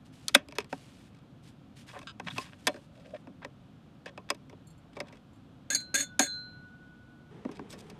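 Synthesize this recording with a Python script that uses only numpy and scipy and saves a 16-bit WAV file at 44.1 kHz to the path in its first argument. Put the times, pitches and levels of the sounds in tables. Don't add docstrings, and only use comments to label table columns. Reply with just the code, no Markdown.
import sys
import numpy as np
from scipy import signal
from scipy.fft import rfft, irfft, next_fast_len
from scipy.io import wavfile
from scipy.ndimage import uniform_filter1d

SR = 44100
rng = np.random.default_rng(int(sys.argv[2]) if len(sys.argv) > 2 else 0)


def log_audio(samples):
    frames = np.atleast_2d(samples).T
    limited = np.clip(frames, -1, 1)
    pcm = np.round(limited * 32767).astype(np.int16)
    wavfile.write(sys.argv[1], SR, pcm)


N = 352359
TIME = np.arange(N) / SR
SHORT = TIME[:SR // 3]
CHANGE_S = 7.31


def chatter(taps_per_s=340, spread_db=4, contact_db=-7, contact_t60_s=.042, tail_db=-15, tail_t60_s=.13):
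    # (start [s], length [s], level [dB], fade over the run [dB], first touch re run [dB])
    runs = [(5.703, 0.034, -27.5, -3.5, 12), (5.747, 0.015, -33, 8, -3), (5.801, 0.017, -47, 11, -2.5),
            (5.943, 0.068, -25.5, 0.5, 12.5), (5.9511, 0.0109, -24.5, 0.5, 8),
            (5.996, 0.044, -36, 12, -15.5), (6.193, 0.075, -22, 16.5, 8.5)]
    # (mode [Hz], level [dB], t60 [s])
    held_modes = [(275.5, -8, 0.17), (568, -8, 0.074), (711, -20.5, 0.065), (1615, -0.5, 0.067),
                  (1620, -22.5, 0.064), (2087, -12, .08), (2310, -32.5, 0.0587), (3502, -13.5, 0.29),
                  (3540, -10, 0.23), (4150, -5.5, 0.18), (4340, -6, 0.15), (6200, -8, 0.1),
                  (6550, -6, 0.19), (6554, 7.5, 0.0569), (6824, 1.5, 0.1), (7300, -18, .08),
                  (7600, -8, 0.079), (7800, -12, 0.089), (8435, -3.5, 0.11), (8730, -15.5, 0.12),
                  (9160, -16, 0.047), (10500, -15, .1), (10700, -7.5, .07), (11040, -14, 0.08),
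                  (11850, -37, .08)]
    # (frequency [Hz], density [dB])
    tick_spectrum = [(120, -35.5), (250, -2.5), (1000, -7), (2200, 10), (3100, -1), (4400, 5.5), (5600, -9),
                     (7000, 13), (9000, -17), (12000, -1), (15000, -21)]
    out = np.zeros(N)
    cabin_tail = amp(tail_db) * decay(SHORT, tail_t60_s)
    tick_power = decay(SHORT, contact_t60_s) ** 2 + cabin_tail ** 2
    for start_s, length_s, db, fade_db, touch_db in runs:
        tap_s = np.arange(0, length_s, 1 / taps_per_s)
        tap_s[1:] += rng.uniform(-.54, .5, len(tap_s) - 1) / taps_per_s
        force = amp(spread_db * rng.standard_normal(len(tap_s)) - fade_db * tap_s / length_s)
        force[0] = amp(touch_db)
        taps, tone = np.zeros((2, len(SHORT)))
        np.add.at(taps, (tap_s * SR).astype(int), force)
        for hz, mode_db, t60_s in held_modes:
            mode = signal.fftconvolve(taps, ring([(hz, 0, t60_s)], SHORT))[:len(taps)]
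            tone += amp(mode_db) * np.sqrt(t60_s) * unit(mode)
        bursts = np.sqrt(abs(signal.fftconvolve(taps ** 2, tick_power)[:len(taps)]))
        ticks = bursts * colour(rng.standard_normal(len(taps)), tick_spectrum)
        add(out, start_s, amp(db) * crest(unit(tone) + amp(contact_db) * unit(ticks), size=800))
    return out


def crystal(clink_s=5.7482, clink_db=-19.5, jolt_s=2.672, jolt_db=-50, nudge_rise_s=.0029):
    # (mode [Hz], level [dB], t60 [s])
    clink_modes = [(2330, -9, 0.093), (4475, 6.5, 0.064), (4800, -2, .06), (4500, -3, 0.17),
                   (5140, -2, 0.033), (6260, 4, 0.051), (6400, 3.5, 0.047), (6700, 9, 0.052),
                   (6500, 6.5, 0.075), (7600, -1.5, .08), (8400, -17, 0.083), (8800, 1.5, 0.056),
                   (9800, -6.5, .067), (9500, -4, .06), (11160, -14, 0.099), (12190, -13, 0.059),
                   (12200, -12.5, 0.081), (13850, -15, 0.055)]
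    # (mode [Hz], level [dB], t60 [s])
    stowed_modes = [(1572, -14, .35), (3510, -7, .3), (4102, -12, .45), (4231, -4, .25), (5362, -11, .18),
                    (8129, -13, .38)]
    # (time [s], level [dB])
    nudges = [(4.669, -54.5), (4.702, -58.5), (4.777, -65.5), (5.33, -68), (5.355, -69)]
    # (mode [Hz], level [dB], t60 [s])
    nudge_modes = [(4324, -9, 0.14), (6720, -8, 0.072), (7410, -1, 0.064), (7530, -3.5, 0.092),
                   (8240, -13.5, 0.092), (9400, -6.5, 0.1), (10590, -8, 0.063), (11850, -13, .07),
                   (12920, -16, 0.077)]
    # (mode [Hz], level [dB], t60 [s])
    bowl_modes = [(1473, -47, 3.3), (1484, -57, 3.0), (1612, -43, .42), (3494, -56, .3), (4102, -27, .55),
                  (4360, -46, .45), (6550, -57, .42), (8400, -61, .38)]
    # (time [s], gain of the low modes [dB], gain of the upper modes [dB],
    # grip factor on t60 [1], swell [s], sharpening by the grip [Hz])
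    onsets = [(5.748, -6, -3, .65, .002, 13), (5.99, -3, -24, .6, .01, 4), (6.2, 1, -18, 1.0, .02, 0),
              (6.266, -30, 15.5, .7, .3, 0)]
    out, t = np.zeros(N), TIME[:2 * SR]
    add(out, clink_s, amp(clink_db) * crest(ring(clink_modes, SHORT)))
    add(out, jolt_s, amp(jolt_db) * ring(stowed_modes, t))
    for start_s, db in nudges:
        add(out, start_s, amp(db) * ring(nudge_modes, SHORT) * rise(SHORT, nudge_rise_s))
    split_hz = 2 * bowl_modes[0][0]
    for start_s, low_db, upper_db, grip, swell_s, shift_hz in onsets:
        modes = [(hz + shift_hz, db + (upper_db if hz > split_hz else low_db), t60_s * grip)
                 for hz, db, t60_s in bowl_modes]
        add(out, start_s, ring(modes, t) * rise(t, swell_s))
    return out * (TIME < CHANGE_S)


def squeaks(start_hz=1596, climb_hz=210, bend=2.05, waver=.012, fade_db=7):
    # (start [s], length [s], level [dB])
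    drags = [(5.7, 0.048, -33), (5.938, 0.061, -34), (6.205, 0.071, -45)]
    out = np.zeros(N)
    for start_s, length_s, db in drags:
        progress = np.linspace(0, 1, int(length_s * SR))
        wobble = unit(uniform_filter1d(rng.standard_normal(len(progress)), size=80))
        hz = (start_hz + climb_hz * progress ** bend) * (1 + waver * wobble)
        envelope = amp(db - fade_db * progress) * signal.windows.tukey(len(progress), .25)
        add(out, start_s, envelope * unit(np.sin(2 * np.pi * np.cumsum(hz) / SR)))
    return out


def knocks(tail_db=-30, tail_factor=3.7, body_db=8, fitting_db=5, bass_order=4, treble_order=3):
    # (time [s], level [dB], bass corner [Hz], treble corner [Hz], t60 factor [1],
    # body resonance [Hz], fitting resonance [Hz])
    blows = [(0.282, -28.0, 5200.0, 6000.0, 0.69, 1300.0, 4400),
             (0.292, -44.0, 1120, 3840, 0.49, 1340, 2100.0), (0.349, -12, 1190, 9200, 0.55, 600, 3400),
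             (0.486, -54.5, 172, 13740, 0.21, 580.0, 2410.0), (0.523, -49.0, 415, 3000.0, 0.22, 630, 2250),
             (0.553, -52, 396, 5200.0, 3, 627.0, 1660), (0.5841, -29, 540, 4400.0, 0.24, 430, 2790),
             (0.603, -42.5, 990.0, 2600.0, 0.79, 400.0, 2360.0),
             (0.6444, -57.5, 750.0, 7150, 0.29, 584, 2250.0), (0.727, -31.5, 744, 750.0, 0.48, 830, 1500.0),
             (1.99, -50, 370.0, 6000.0, 0.8, 1280, 3430), (2.015, -52, 1300.0, 950.0, 0.36, 1130.0, 2640),
             (2.028, -53.5, 560, 3230, 0.83, 640, 3600.0), (2.198, -38.5, 912, 1090, 0.48, 840, 1440),
             (2.381, -30, 800.0, 2480, 0.76, 1080, 2720), (2.6693, -23, 760, 5680, 1.14, 588, 3200.0),
             (2.6737, -27.5, 650.0, 10000.0, 1.2, 588, 3500),
             (2.742, -48.5, 97.5, 1800.0, 0.7, 585, 1555.0), (2.76, -50.5, 370.0, 2390, 2.3, 580.0, 1600),
             (3.271, -49, 100.6, 994, 0.85, 576.0, 1504.0), (3.447, -39.5, 565, 1900.0, 0.65, 573, 1770),
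             (4.0583, -40, 1220, 876, 1.7, 533, 1710.0), (4.176, -42, 568, 1515, 0.65, 1040, 2630.0),
             (4.3022, -28, 635, 7000.0, 0.8, 530.0, 4980), (4.346, -57.0, 300.0, 9440, 0.87, 715.0, 2820),
             (4.4962, -55.0, 330.0, 3210, 0.95, 550.0, 2060), (4.527, -51, 530.0, 440.0, 0.78, 566, 3510),
             (4.9668, -39.5, 750.0, 695, 1.26, 550, 2050), (5.002, -35.0, 490.0, 2930, 0.93, 587, 2130),
             (5.125, -52.0, 329, 2370, 2.3, 522, 1990.0), (6.194, -24, 353, 14000.0, 0.88, 750, 1620),
             (7.45, -34.5, 248, 380.0, 0.58, 500, 1870), (7.49, -43, 100.0, 650.0, 0.48, 444.0, 1550.0),
             (7.514, -55.0, 233, 6450, 2.7, 744.0, 2660.0), (7.593, -41.5, 100.0, 862, 0.25, 384, 1550),
             (7.727, -48.0, 370.0, 5620, 3.2, 537, 5300), (7.899, -53, 490.0, 10000.0, 1.2, 426.0, 4620)]
    # (low edge [Hz], high edge [Hz], gain [dB], rise [s], t60 [s])
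    bands = [(178, 400, 4.5, 0.006, 0.076), (397, 1200, -0.6, 0.0004, 0.07),
             (1106, 2800, -2.3, 0.0012, 0.034), (2970, 6500, -1.83, 0.00019, .027),
             (6000, 12000, -6.5, 0.00013, 0.018)]
    out, t = np.zeros(N), SHORT
    filters = [signal.butter(4, band[:2], "band", fs=SR, output="sos") for band in bands]
    mid_hz = np.array([np.sqrt(low_hz * high_hz) for low_hz, high_hz, *_ in bands])
    norm = np.sqrt(.01 * SR)
    for start_s, db, bass_hz, treble_hz, t60_factor, body_hz, fitting_hz in blows:
        bass_loss = 1 + (bass_hz / mid_hz) ** bass_order
        treble_loss = 1 + (mid_hz / treble_hz) ** treble_order
        shares = 1 / np.sqrt(bass_loss * treble_loss)
        for sos, share, (_, _, band_db, rise_s, t60_s) in zip(filters, shares / shares.max(), bands):
            cabin_tail = amp(tail_db) * decay(t, t60_s * tail_factor)
            envelope = rise(t, rise_s) * (decay(t, t60_s * t60_factor) + cabin_tail)
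            crack = signal.sosfilt(sos, rng.standard_normal(len(t)) * envelope)
            body = amp(body_db) * resonance(crack, body_hz, width_hz=85)
            fitting = amp(fitting_db) * resonance(crack, fitting_hz, width_hz=260)
            blow = cabinet(crack + body + fitting)
            add(out, start_s, share * amp(db + band_db) * norm * blow / np.linalg.norm(blow))
    return out


def rubs():
    # (start [s], length [s], level [dB], centre [Hz])
    scrapes = [(.3422, 0.018, -22.5, 3100), (1.875, 0.05, -54, 1960), (1.925, 0.072, -47, 833),
               (2.262, 0.037, -39.5, 1530), (2.296, 0.033, -51, 1840), (2.357, 0.032, -46.5, 1460),
               (2.398, 0.11, -57, 1760), (2.514, .038, -56.5, 1470), (3.045, 0.0207, -60, 1770),
               (3.134, 0.044, -55.5, 1510), (3.416, 0.033, -51.5, 1210), (4.06, 0.042, -52.5, 1760),
               (4.288, 0.012, -50, 1987), (4.966, 0.18, -62, 710), (5.041, 0.067, -69.5, 1960),
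               (7.543, 0.037, -60, 2760), (7.691, 0.054, -54.5, 4230), (7.776, 0.044, -58, 3860)]
    # (start [s], length [s], level [dB], centre [Hz])
    shudders = [(.351, .02, -28, 264.8), (.727, 0.024, -50, 190), (2.199, .22, -48.5, 137),
                (3.276, 0.044, -51, 202), (7.446, 0.025, -50, 350)]
    # (start [s], length [s], level [dB], centre [Hz])
    chirps = [(2.3, 0.015, -46, 3630), (2.41, 0.019, -52.5, 4960)]
    out = np.zeros(N)
    for rows, octaves, grain_db in (scrapes, .9, 5), (shudders, .52, 1.5), (chirps, .11, 0):
        for start_s, length_s, db, hz in rows:
            count = int(length_s * SR)
            friction = colour(grains(count, grain_db), hump(hz, octaves))
            friction *= signal.windows.tukey(count, .5)
            rub = cabinet(np.pad(friction, (0, SR // 10)))
            add(out, start_s, amp(db) * np.sqrt(count) * rub / np.linalg.norm(rub))
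    return out


def creak(start_s=2.0718, length_s=.046, slips_per_s=235, db=-38, fade_db=13, jitter=.073, speed_up=.36):
    # (frequency [Hz], width [Hz], level [dB])
    handle = [(1270, 170, -8.5), (1540, 110, -7.5), (3040, 570, -10.5), (3070, 77, -5), (3730, 240, -14),
              (4930, 130, -14.5), (6600, 1700, -24.5)]
    out, slips = np.zeros(N), np.zeros(len(SHORT))
    slip_s = 0
    while slip_s < length_s:
        progress = slip_s / length_s
        slips[int(slip_s * SR)] = amp(2 * rng.standard_normal() - fade_db * progress)
        slip_s += (1 + jitter * rng.standard_normal()) / (slips_per_s * (1 + speed_up * progress))
    modes = [(hz, mode_db + 20 * np.log10(width_hz / handle[0][1]), np.log(1000) / np.pi / width_hz)
             for hz, width_hz, mode_db in handle]
    response = ring(modes, SHORT) * rise(SHORT, 1 / handle[-1][0])
    add(out, start_s, amp(db) * crest(cabinet(signal.fftconvolve(slips, response))))
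    return out


def rattle(centre_hz=575, octaves=.2, grain_db=6):
    # (time [s], level [dB])
    contour = [(2.701, -66), (2.88, -76), (3.05, -59), (3.132, -56), (3.139, -42), (3.15, -36),
               (3.165, -60)]
    times_s, db = np.transpose(contour)
    envelope = np.interp(TIME, times_s, amp(db), left=0, right=0)
    return envelope * unit(colour(grains(N, grain_db), hump(centre_hz, octaves)))


def slides(attack_s=.016, release_t60_s=.13, grain_db=2, ticks_per_s=25, tick_db=-12, tick_t60_s=.015):
    # (start [s], length [s], level [dB], change over the stroke [dB])
    strokes = [(0.047, 0.019, -60, -4.5), (0.121, 0.21, -64, -1.5), (0.69, 0.39, -60.5, -8),
               (1.422, 0.067, -66.5, 4.5), (1.755, 0.063, -57, -3.5), (1.863, 0.23, -56, -19),
               (2.226, 0.19, -69, 19.5), (2.413, 0.16, -62, -11), (2.58, 0.048, -63.5, -4.5),
               (2.637, 0.22, -64, -8.5), (2.92, 0.29, -76, 1.5), (7.679, 0.22, -71, 0)]
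    # (frequency [Hz], density [dB])
    spectrum = [(500, -27), (1500, 7.5), (3000, 11.5), (6000, 4.5), (9000, 3), (12000, -6.5), (15000, -12)]
    speed, t = np.zeros(N), TIME[:SR]
    for start_s, length_s, db, change_db in strokes:
        held = amp(db + change_db * np.minimum(t / length_s, 1))
        release = decay(np.maximum(t - length_s, 0), release_t60_s)
        add(speed, start_s, np.minimum(t / attack_s, 1) * held * release)
    impulses = 1. * (rng.random(N) < ticks_per_s / SR)
    ticks = signal.oaconvolve(impulses, decay(SHORT, tick_t60_s))[:N] * rng.standard_normal(N)
    friction = unit(grains(N, grain_db)) + amp(tick_db) * unit(ticks)
    return speed * unit(colour(friction, spectrum))


def fidgets(taps_per_s=45, spread_db=3, tap_t60_s=.033, centre_hz=2200, octaves=.98):
    # (start [s], length [s], level [dB])
    spells = [(0.497, .13, -55.5), (0.848, 0.36, -66), (1.881, 0.15, -59), (2.219, 0.27, -58),
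              (2.949, .22, -63), (4.921, 0.25, -59)]
    out = np.zeros(N)
    for start_s, length_s, db in spells:
        for position, size in rng.random((int(length_s * taps_per_s) + 1, 2)):
            noise = colour(rng.standard_normal(len(SHORT)), hump(centre_hz, octaves))
            tap = crest(cabinet(noise * decay(SHORT, tap_t60_s)))
            add(out, start_s + position * length_s, amp(db + spread_db * (2 * size - 1)) * tap)
    return out


def cabin_air(cabinet_db=-54, seat_db=-51):
    # (frequency [Hz], density [dB])
    cabinet_spectrum = [(15, -50.5), (25, -19), (128, -0.5), (231, -3.5), (271, -3.5), (394, -18),
                        (573, -16.5), (621, -22.5), (691, -17.5), (879, -23.5), (1350, -23.5),
                        (1960, -32.5), (3350, -30.5), (5140, -41), (15000, -55)]
    # (frequency [Hz], density [dB])
    seat_spectrum = [(15, -39.5), (25, -12), (202, 3), (278, -8), (427, -1.5), (604, -17.5), (749, -12),
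                     (1150, -17.5), (2850, -26.5), (3180, -24.5), (4870, -36), (8550, -42), (15000, -56.5)]
    at_cabinet = amp(cabinet_db) * unit(colour(rng.standard_normal(N), cabinet_spectrum))
    at_seat = amp(seat_db) * unit(colour(rng.standard_normal(N), seat_spectrum))
    fade = uniform_filter1d(1. * (TIME > CHANGE_S), size=400)
    return at_cabinet * np.sqrt(abs(1 - fade)) + at_seat * np.sqrt(abs(fade))


def cabinet(x):
    # (frequency [Hz], width [Hz], gain [dB])
    panels = [(274, 32, 10.5), (422, 45, 6), (582, 70, 10), (738, 30, 5.5), (950, 69, 5), (1056, 84, 2),
              (1590, 70, 1), (1805, 70, 2), (2295, 60, 1), (2560, 100, 3), (3340, 130, 2), (3700, 130, -2),
              (5015, 120, 2), (8200, 400, 4)]
    return x + sum(amp(db) * resonance(x, hz, width_hz) for hz, width_hz, db in panels)


def resonance(x, hz, width_hz):
    return signal.lfilter(*signal.iirpeak(hz, hz / width_hz, fs=SR), x)


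def ring(modes, t):
    return sum(amp(db) * decay(t, t60_s) * np.sin(2 * np.pi * (hz * t + rng.random()))
               for hz, db, t60_s in modes)


def grains(count, spread_db):
    noise = rng.standard_normal(count)
    flicker = unit(uniform_filter1d(rng.standard_normal(count), size=60))
    return noise * amp(spread_db * flicker)


def colour(x, points):
    hz, db = np.transpose(points)
    size = next_fast_len(len(x))
    bin_hz = np.fft.rfftfreq(size, 1 / SR)
    gain = amp(np.interp(np.log(bin_hz + 1), np.log(hz), db))
    return irfft(rfft(x, size) * gain, size)[:len(x)]


def hump(hz, octaves, skirt_db=17):
    return [(hz * 2 ** (k * octaves), -skirt_db * (abs(k) / 2) ** 2) for k in range(-4, 5)]


def rise(t, tau_s):
    return 1 - np.exp(-t / tau_s)


def decay(t, t60_s):
    return np.exp(-np.log(1000) * t / t60_s)


def amp(db):
    return 10 ** (np.asarray(db) / 20)


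def unit(x):
    return x / np.sqrt(np.mean(x ** 2) + 1e-20)


def crest(x, size=160):
    return x / np.sqrt(uniform_filter1d(x ** 2, size).max() + 1e-20)


def add(mix, start_s, sound):
    part = mix[max(round(start_s * SR), 0):][:len(sound)]
    part += sound[:len(part)]


def scene():
    handling = knocks() + rubs() + rattle() + slides() + creak()
    glass = chatter() + squeaks() + crystal()
    return (handling + glass + cabin_air() + fidgets())[None]


def record(dry):
    ceiling, cutoff_hz = .9, 14550
    rounded = ceiling * np.tanh(dry / ceiling)
    lowpass = signal.firwin(255, cutoff_hz, window=("kaiser", 8), fs=SR)
    return signal.oaconvolve(rounded, lowpass[None], "same", axes=1)


dry = scene()
out = record(dry)
log_audio(out)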